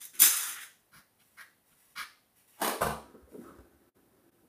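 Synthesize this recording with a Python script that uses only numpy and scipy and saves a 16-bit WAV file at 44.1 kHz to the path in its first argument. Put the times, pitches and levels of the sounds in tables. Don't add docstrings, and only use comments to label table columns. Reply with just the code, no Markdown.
import sys
import numpy as np
from scipy import signal
from scipy.fft import rfft, irfft
from scipy.io import wavfile

SR = 44100
rng = np.random.default_rng(int(sys.argv[2]) if len(sys.argv) > 2 else 0)


def master(y):
    cut = np.clip(np.atleast_2d(y).T, -1, 1)
    pcm = np.round(cut * 32767)
    wavfile.write(sys.argv[1], SR, pcm.astype(np.int16))


N = 197832
TIME = np.arange(N) / SR

# (time [s], length [s], level [dB])
HANDLE_TURNS = [(2.35, .04, -73), (2.5, .1, -71)]
# (time [s], level [dB])
BOLT_CATCHES = [(2.6165, 1), (2.626, -2.5), (2.646, 1), (2.676, 1)]
# (frequency [Hz], relative level [dB])
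LATCH_COLOUR = [(100, -27), (170, -26), (215, -1.5), (355, 0), (480, -0.5), (700, 3), (1200, -1),
                (1960, -8.5), (3500, -13), (5870, -17), (7730, -18.5), (9000, -11), (15500, -15)]
# (frequency [Hz], level [dB], time to fade by 60 dB [s])
FRAME_MODES = [(220, -24.5, 0.4), (241.7, -14, 0.45), (376, -51, 0.17), (447.4, -4.5, 0.37),
               (470, -20.5, 0.94)]
GRIND_DB, GRIND_SWELL_DB_PER_S = -34, 752


def latch():
    turning = strokes(HANDLE_TURNS, attack_s=0.04, release_s=0.02)
    flutter = from_db(3.8 * resonance(0, width_hz=40))
    squeak = resonance(2550, width_hz=790) * turning * flutter
    to_go_s = BOLT_CATCHES[0][0] - TIME
    swell = from_db(GRIND_DB - GRIND_SWELL_DB_PER_S * np.abs(to_go_s))
    grind = grains(per_s=3200, spread_db=-2.5) * (to_go_s > 0) * swell
    catches = rebounding(BOLT_CATCHES, gap_s=0.016, loss_db=6.5)
    blows = grind + contacts(catches, chatter_s=0.0029)
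    rattle = through(blows, colour(LATCH_COLOUR))
    return room(squeak + rattle, direct_db=-3.5, width_db=-40.5) + ringing(blows, FRAME_MODES)


# (time [s], level [dB])
SASH_JERKS = [(2.808, -3.5), (2.8155, 5), (2.827, 4), (2.866, -0.5), (2.905, -6)]
# (frequency [Hz], relative level [dB])
SASH_COLOUR = [(40, -23), (66, -7), (117, -8), (170, -1), (300, -9.5), (480, -2.5), (700, 0), (1250, -0.5),
               (1960, -15), (4000, -20), (7160, -25), (9400, -17), (15500, -24)]
# (frequency [Hz], level [dB], time to fade by 60 dB [s])
SASH_MODES = [(70, -7, 0.38), (153.8, -3.5, 0.25), (221.2, -7, 0.4), (567, -38, 0.38), (703, -15, 0.18),
              (850, -11, 0.4), (963, -9.5, 0.48), (1174, -11.5, 0.29), (1166, -11.5, 0.28),
              (1355, -20.5, 0.3), (1510, -8, 0.11)]


def sash():
    jerks = rebounding(SASH_JERKS, gap_s=0.026, loss_db=8.5)
    force = contacts(jerks, chatter_s=0.0035)
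    crack = from_db(-4.0) * through(force, colour(SASH_COLOUR))
    return room(crack, direct_db=-1.0, width_db=-58) + ringing(force, SASH_MODES)


# (time [s], length [s], rumble level [dB])
PULLS = [(2.97, .08, -59), (3.39, 0.035, -55.5), (3.96, 0.57, -73)]
# (frequency [Hz], relative level [dB])
SWING_COLOUR = [(45, -16.5), (70, 8.5), (130, -4), (280, 4.5), (500, -4.5), (1000, -15.5), (1500, -12.5),
                (2300, -26.5), (6000, -33)]
# (time [s], length [s], level [dB])
HINGE_RUBS = [(3.02, 0.053, -62), (3.125, .045, -59), (3.42, 0.074, -53.5)]
# (time [s], level [dB])
SHUDDERS = [(3.03, -59), (3.21, -53.5), (3.48, -61), (3.57, -55), (3.72, -70.5), (4.03, -72.5)]


def swing():
    speed = strokes(PULLS, attack_s=0.026, release_s=0.29)
    rumble = through(grains(per_s=470, spread_db=2.0) * speed, colour(SWING_COLOUR))
    rub = resonance(1270, width_hz=290) * strokes(HINGE_RUBS, attack_s=0.06, release_s=0.012)
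    shudder_rows = [(s, 0.024, db) for s, db in SHUDDERS]
    shudder = strokes(shudder_rows, attack_s=0.03, release_s=0.035)
    pane = resonance(SASH_MODES[0][0], width_hz=20.4) * shudder
    return room(rumble + rub, direct_db=-3.0, width_db=-24.0) + pane


# (time [s], level [dB], pitch [Hz])
KNOCKS = [(3.138, -21.5, 316), (3.272, -31.5, 451), (3.315, -24.5, 393), (3.337, -13.5, 344),
          (3.373, -16, 290), (3.501, -28, 258), (4.429, -34.5, 290)]


def knocks():
    out = 0
    for s, db, hz in KNOCKS:
        body = signal.butter(2, [hz / 1.42, hz * 1.29], "band", fs=SR, output="sos")
        blow = contacts([(s, 0)], chatter_s=0.013) + 1e-18
        out = out + from_db(db) * unit_energy(signal.sosfilt(body, blow))
    return room(out, direct_db=2.5, width_db=-22)


# (time [s], length [s], friction level [dB], hollow level [dB], thud level [dB])
SCRAPES = [(0, .05, -43, -59.5, -76), (0.129, 0.079, -51.5, -57, -63), (0.189, 0.03, -24, -53.5, -57),
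           (.21, 0.026, -19, -31.5, -45.5), (0.245, 0.28, -25.5, -41, -66.5),
           (.55, 0.039, -53.5, -46.5, -84), (0.599, 0.041, -46, -52, -78.5)]
# (time [s], frequency [Hz])
SOLE_HZ = [(0, 1946), (.23, 1655), (.4, 1502), (.5, 1526), (.57, 1697), (.64, 1814)]
# (frequency [Hz], relative level [dB])
FRICTION_COLOUR = [(250, -43), (350, -12), (600, -26.5), (900, -11), (1500, -14.5), (2500, -7.5),
                   (3600, -3), (4700, -4), (6500, 3), (8000, 0), (10200, 5), (12500, 1), (15000, -0.5)]
# (time [s], starting level [dB], decay time [s])
GRIT = [(0.053, -26, 0.00077), (0.0608, -33, 0.00041), (0.153, -34, 0.00083), (0.2015, -5.5, 0.0009),
        (0.2165, -7.5, 0.0013), (0.2195, -4, 0.0021), (0.249, -13, 0.0025)]
# (frequency [Hz], level [dB], time to fade by 60 dB [s])
GRIT_MODES = [(5810, -13.5, .25), (6740, -14, .2), (10010, -5.5, 0.11), (9535, -9, .12), (11200, -4, .2),
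              (12850, -8, 0.17), (14300, -8, .2)]
FRICTION_FADE_DB_PER_S, HOLLOW_FADE_DB_PER_S = 53, 22.5
WIDE_ABOVE_DB, NARROWING = -17, 0.9


def slide():
    start, length, friction_db, hollow_db, thud_db = np.transpose(SCRAPES)
    shape = {"attack_s": 0.015, "release_s": 0.024}
    friction = strokes(zip(start, length, friction_db), fade_db_per_s=FRICTION_FADE_DB_PER_S, **shape)
    hollow_gain = strokes(zip(start, length, hollow_db), fade_db_per_s=HOLLOW_FADE_DB_PER_S, **shape)
    thud_gain = strokes(zip(start, length, thud_db), **shape)
    catching = from_db(0.83 * resonance(0, width_hz=58))
    sole_hz = in_time(SOLE_HZ)[0]
    positions = []
    for _ in range(2):
        hiss = through(grains(per_s=6000, spread_db=1.5) * friction, colour(FRICTION_COLOUR))[0]
        lag_s = 0.0008 + 0.00004 * resonance(0, width_hz=20)
        hiss = 0.8 * hiss + 0.6 * np.interp(TIME - lag_s, TIME, hiss)
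        hollow = resonance(sole_hz, width_hz=720)
        hollow = hollow + from_db(-7.0) * resonance(1.7 * sole_hz, width_hz=1400)
        thud = high_pass(resonance(320, width_hz=260, order=4) * thud_gain, 190, order=4)
        positions.append((hiss + hollow * hollow_gain) * catching + thud)

    crack_gain = sum(from_db(db) * (TIME >= s) * np.exp(-np.abs(TIME - s) / decay) for s, db, decay in GRIT)
    cracks = crack_gain * rng.standard_normal(N)
    grit = through(cracks, colour(FRICTION_COLOUR, tilt_db=8.0))
    grit = grit + high_pass(ringing(cracks, GRIT_MODES), 2000, order=2)

    both = moving_room(positions, direct_db=4.5, width_db=3.0) + room(grit, direct_db=14.0, width_db=0.0)
    mid = both.mean(axis=0)
    width = np.clip(friction / from_db(WIDE_ABOVE_DB), 1e-6, 1) ** NARROWING
    return mid + width * (both - mid)


# (time [s], length [s], scuff level [dB], treble tilt [dB per octave],
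# hollow level [dB], hollow pitch [Hz], hollow width [Hz], heel level [dB])
STEPS = [(0.912, 0.11, -57.5, 5.5, -59.5, 1587, 798, -68), (1.185, 0.05, -67, 4.5, -71, 2800, 1203, -87),
         (1.366, 0.078, -54, 3.5, -47.5, 1752, 480, -83), (1.707, 0.042, -73.5, -6.5, -76, 2800, 1200, -72),
         (1.951, 0.098, -40, 0.5, -43.5, 1963, 650, -65)]
# (frequency [Hz], relative level [dB])
SCUFF_COLOUR = [(400, -22), (800, -22.5), (1200, 4), (1600, -1), (2000, -3.5), (3000, -8.5), (4000, -8),
                (5200, -10.5), (7500, -21), (10100, -13.5), (15500, -21)]


def steps():
    out = 0
    for s, length, scuff_db, tilt_db, hollow_db, hz, width_hz, heel_db in STEPS:
        press = np.sin(np.pi * np.clip((TIME - s) / length, 0, 1)).clip(0) ** 1.06
        rubbing = grains(per_s=4500, spread_db=-0.5) * press
        scuff = from_db(scuff_db) * through(rubbing, colour(SCUFF_COLOUR, tilt_db))
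        hollow = from_db(hollow_db) * resonance(hz, width_hz)
        heel = from_db(heel_db) * resonance(130, width_hz=300)
        out = out + scuff + press * (hollow + heel)
    return room(out, direct_db=4.0, width_db=-26.5)


# (time [s], length [s], level [dB])
RUSTLES = [(.69, 0.045, -74), (1.19, 0.25, -73.5), (1.655, .1, -71.5), (1.77, 0.15, -70), (2.35, .05, -68),
           (2.47, 0.16, -67.5), (3.29, 0.18, -69)]
# (frequency [Hz], relative level [dB])
CLOTH_COLOUR = [(300, -25), (1000, -3), (2500, -2.5), (4500, -6.5), (7500, -4.5), (10000, 2.5),
                (15000, -3.5)]


def clothes():
    motion = from_db(-82.5) + strokes(RUSTLES, attack_s=0.011, release_s=0.055)
    rustle = through(grains(per_s=7200, spread_db=2.0) * motion, colour(CLOTH_COLOUR))
    return room(rustle, direct_db=4.5, width_db=-18)


# (frequency [Hz], relative level [dB])
AIR_COLOUR = [(30, -5.5), (114, 1), (240, 1), (340, -2.5), (700, -4), (1360, -10), (3000, -15), (7650, -21),
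              (9200, -13), (14300, -11.5), (15500, -16.5)]


def air():
    noise = spread(*rng.standard_normal((2, N)), width_db=-22.5)
    return from_db(-71.5) * through(noise, colour(AIR_COLOUR))


def from_db(db):
    return 10 ** (np.asarray(db) / 20)


def rms_one(x):
    return x / np.sqrt(np.mean(x ** 2) + 1e-20)


def unit_energy(x):
    return rms_one(x) / np.sqrt(x.shape[-1])


def in_time(rows):
    s, *columns = np.transpose(rows)
    return [np.interp(TIME, s, c) for c in columns]


def at_hz(points, hz):
    f, value = np.transpose(points)
    return np.interp(np.log(hz + 1), np.log(f), value)


def through(x, response):
    return signal.fftconvolve(np.atleast_2d(x), np.atleast_2d(response), axes=-1)[:, :N]


def high_pass(x, hz, order):
    return signal.sosfilt(signal.butter(order, hz, "high", fs=SR, output="sos"), x)


def colour(spectrum, tilt_db=0, size=8192):
    hz = np.arange(size // 2 + 1) * SR / size + 1
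    tilt = tilt_db * np.log2(np.maximum(hz / 2000, 1))
    bass_fall = 20 * np.log2(np.clip(hz / spectrum[0][0], 0.1, 1))
    db = at_hz(spectrum, hz) + tilt + bass_fall
    cepstrum = irfft(np.log(from_db(db)))
    cepstrum[1:size // 2] *= 2
    cepstrum[size // 2 + 1:] = 0
    return unit_energy(irfft(np.exp(rfft(cepstrum))))


def grains(per_s, spread_db):
    sizes = from_db(spread_db * np.minimum(rng.exponential(1, N), 4)) * rng.standard_normal(N)
    return rms_one(sizes * (rng.random(N) < per_s / SR))


def resonance(hz, width_hz, order=2):
    low = signal.butter(order, width_hz / 2, fs=SR, output="sos")
    a, b = signal.sosfilt(low, rng.standard_normal((2, N + SR)))[:, SR:]
    phase = 2 * np.pi * np.cumsum(hz * np.ones(N)) / SR
    return rms_one(a * np.cos(phase) + b * np.sin(phase))


def contacts(rows, chatter_s, size=4096):
    out = np.zeros(N + size)
    age = TIME[:size] / chatter_s
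    for s, db in rows:
        at = int(s * SR)
        burst = rng.standard_normal(size) * np.sqrt(age) * np.exp(-age)
        out[at:at + size] += from_db(db) * unit_energy(burst)
    return out[:N]


def rebounding(rows, gap_s, loss_db, count=4):
    uneven = rng.uniform(0.85, 1.15, (len(rows), count))
    blows = []
    for (s, db), u in zip(rows, uneven):
        blows += [(s + k * gap_s * u[k], db - k * loss_db) for k in range(count)]
    return blows


def ringing(force, modes):
    t = TIME[:SR]
    out = 0
    for hz, db, t60 in modes:
        mode = from_db(-60 * t / t60) * np.sin(2 * np.pi * hz * t)
        out = out + from_db(db) * unit_energy(through(force, mode))
    return out


def stroke(s, length, attack_s, release_s, fade_db_per_s=0):
    age = TIME - s
    hold = from_db(-fade_db_per_s * np.clip(age, 0, length))
    return np.clip(age / attack_s, 0, 1) * hold * np.exp(-np.maximum(age - length, 0) / release_s)


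def strokes(rows, attack_s, release_s, fade_db_per_s=0):
    return sum(from_db(db) * stroke(s, length, attack_s, release_s, fade_db_per_s) for s, length, db in rows)


# (frequency [Hz], side against mid level [dB])
WIDTH = [(100, -13), (400, -18), (1500, -24), (3500, -11.5), (7500, -5), (12000, -10), (15000, -1.5)]


def spread(x, other, width_db):
    hz = np.arange(len(x) // 2 + 1) * SR / len(x)
    side = irfft(rfft(other) * from_db(at_hz(WIDTH, hz) + width_db), len(x))
    return np.array([x + side, x - side])


# (frequency [Hz], time to fade by 60 dB [s])
ROOM_T60 = [(70, 0.02), (250, 0.3056), (600, 0.5456), (1400, 0.25), (3000, 0.4843), (8000, 0.3951),
            (15000, 0.25)]


def room(x, direct_db, width_db):
    t = TIME[:SR * 4 // 5]
    hz = np.arange(len(t) // 2 + 1) * SR / len(t)
    centres = np.geomspace(60, 16000, 9)
    white = rfft(rng.standard_normal((2, len(t))))
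    tail = 0
    for centre, pick in zip(centres, np.eye(len(centres))):
        band = irfft(white * np.interp(np.log(hz + 1), np.log(centres), pick), len(t))
        tail = tail + band * from_db(-60 * t / at_hz(ROOM_T60, centre))
    early = from_db(-0.5) * unit_energy(rng.standard_normal((2, len(t))) * np.exp(-t / 0.0059))
    early[0, 0] += 1
    response = unit_energy(unit_energy(tail) + from_db(direct_db) * unit_energy(early))
    return through(x, spread(*response, width_db))


def moving_room(positions, direct_db, width_db):
    weights = np.array([resonance(0, width_hz=16) for _ in positions])
    weights = weights / np.sqrt(np.sum(weights ** 2, axis=0))
    return sum(room(part * w, direct_db, width_db) for part, w in zip(positions, weights))


def scene():
    window = latch() + sash() + swing() + knocks()
    person = slide() + steps() + clothes()
    return window + person + air()


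# (time [s], length [s], depth [dB])
DIPS = [(3.892, 0.052, -22.5), (4.295, 0.016, -19.5)]


def record(dry):
    sound = high_pass(dry, 45.02, order=3)
    thin = stroke(0.278, length=0.15, attack_s=0.024, release_s=0.023)
    upper = signal.sosfiltfilt(signal.butter(8, 390, "high", fs=SR, output="sos"), sound)
    dip_db = sum(db * stroke(s, length, attack_s=0.02, release_s=0.0047) for s, length, db in DIPS)
    heard = (sound + thin * (upper - sound)) * from_db(dip_db)
    top_cut = signal.ellip(12, 0.1, 80, 15400, fs=SR, output="sos")
    return signal.sosfilt(top_cut, heard)


dry = scene()
out = record(dry)
master(out)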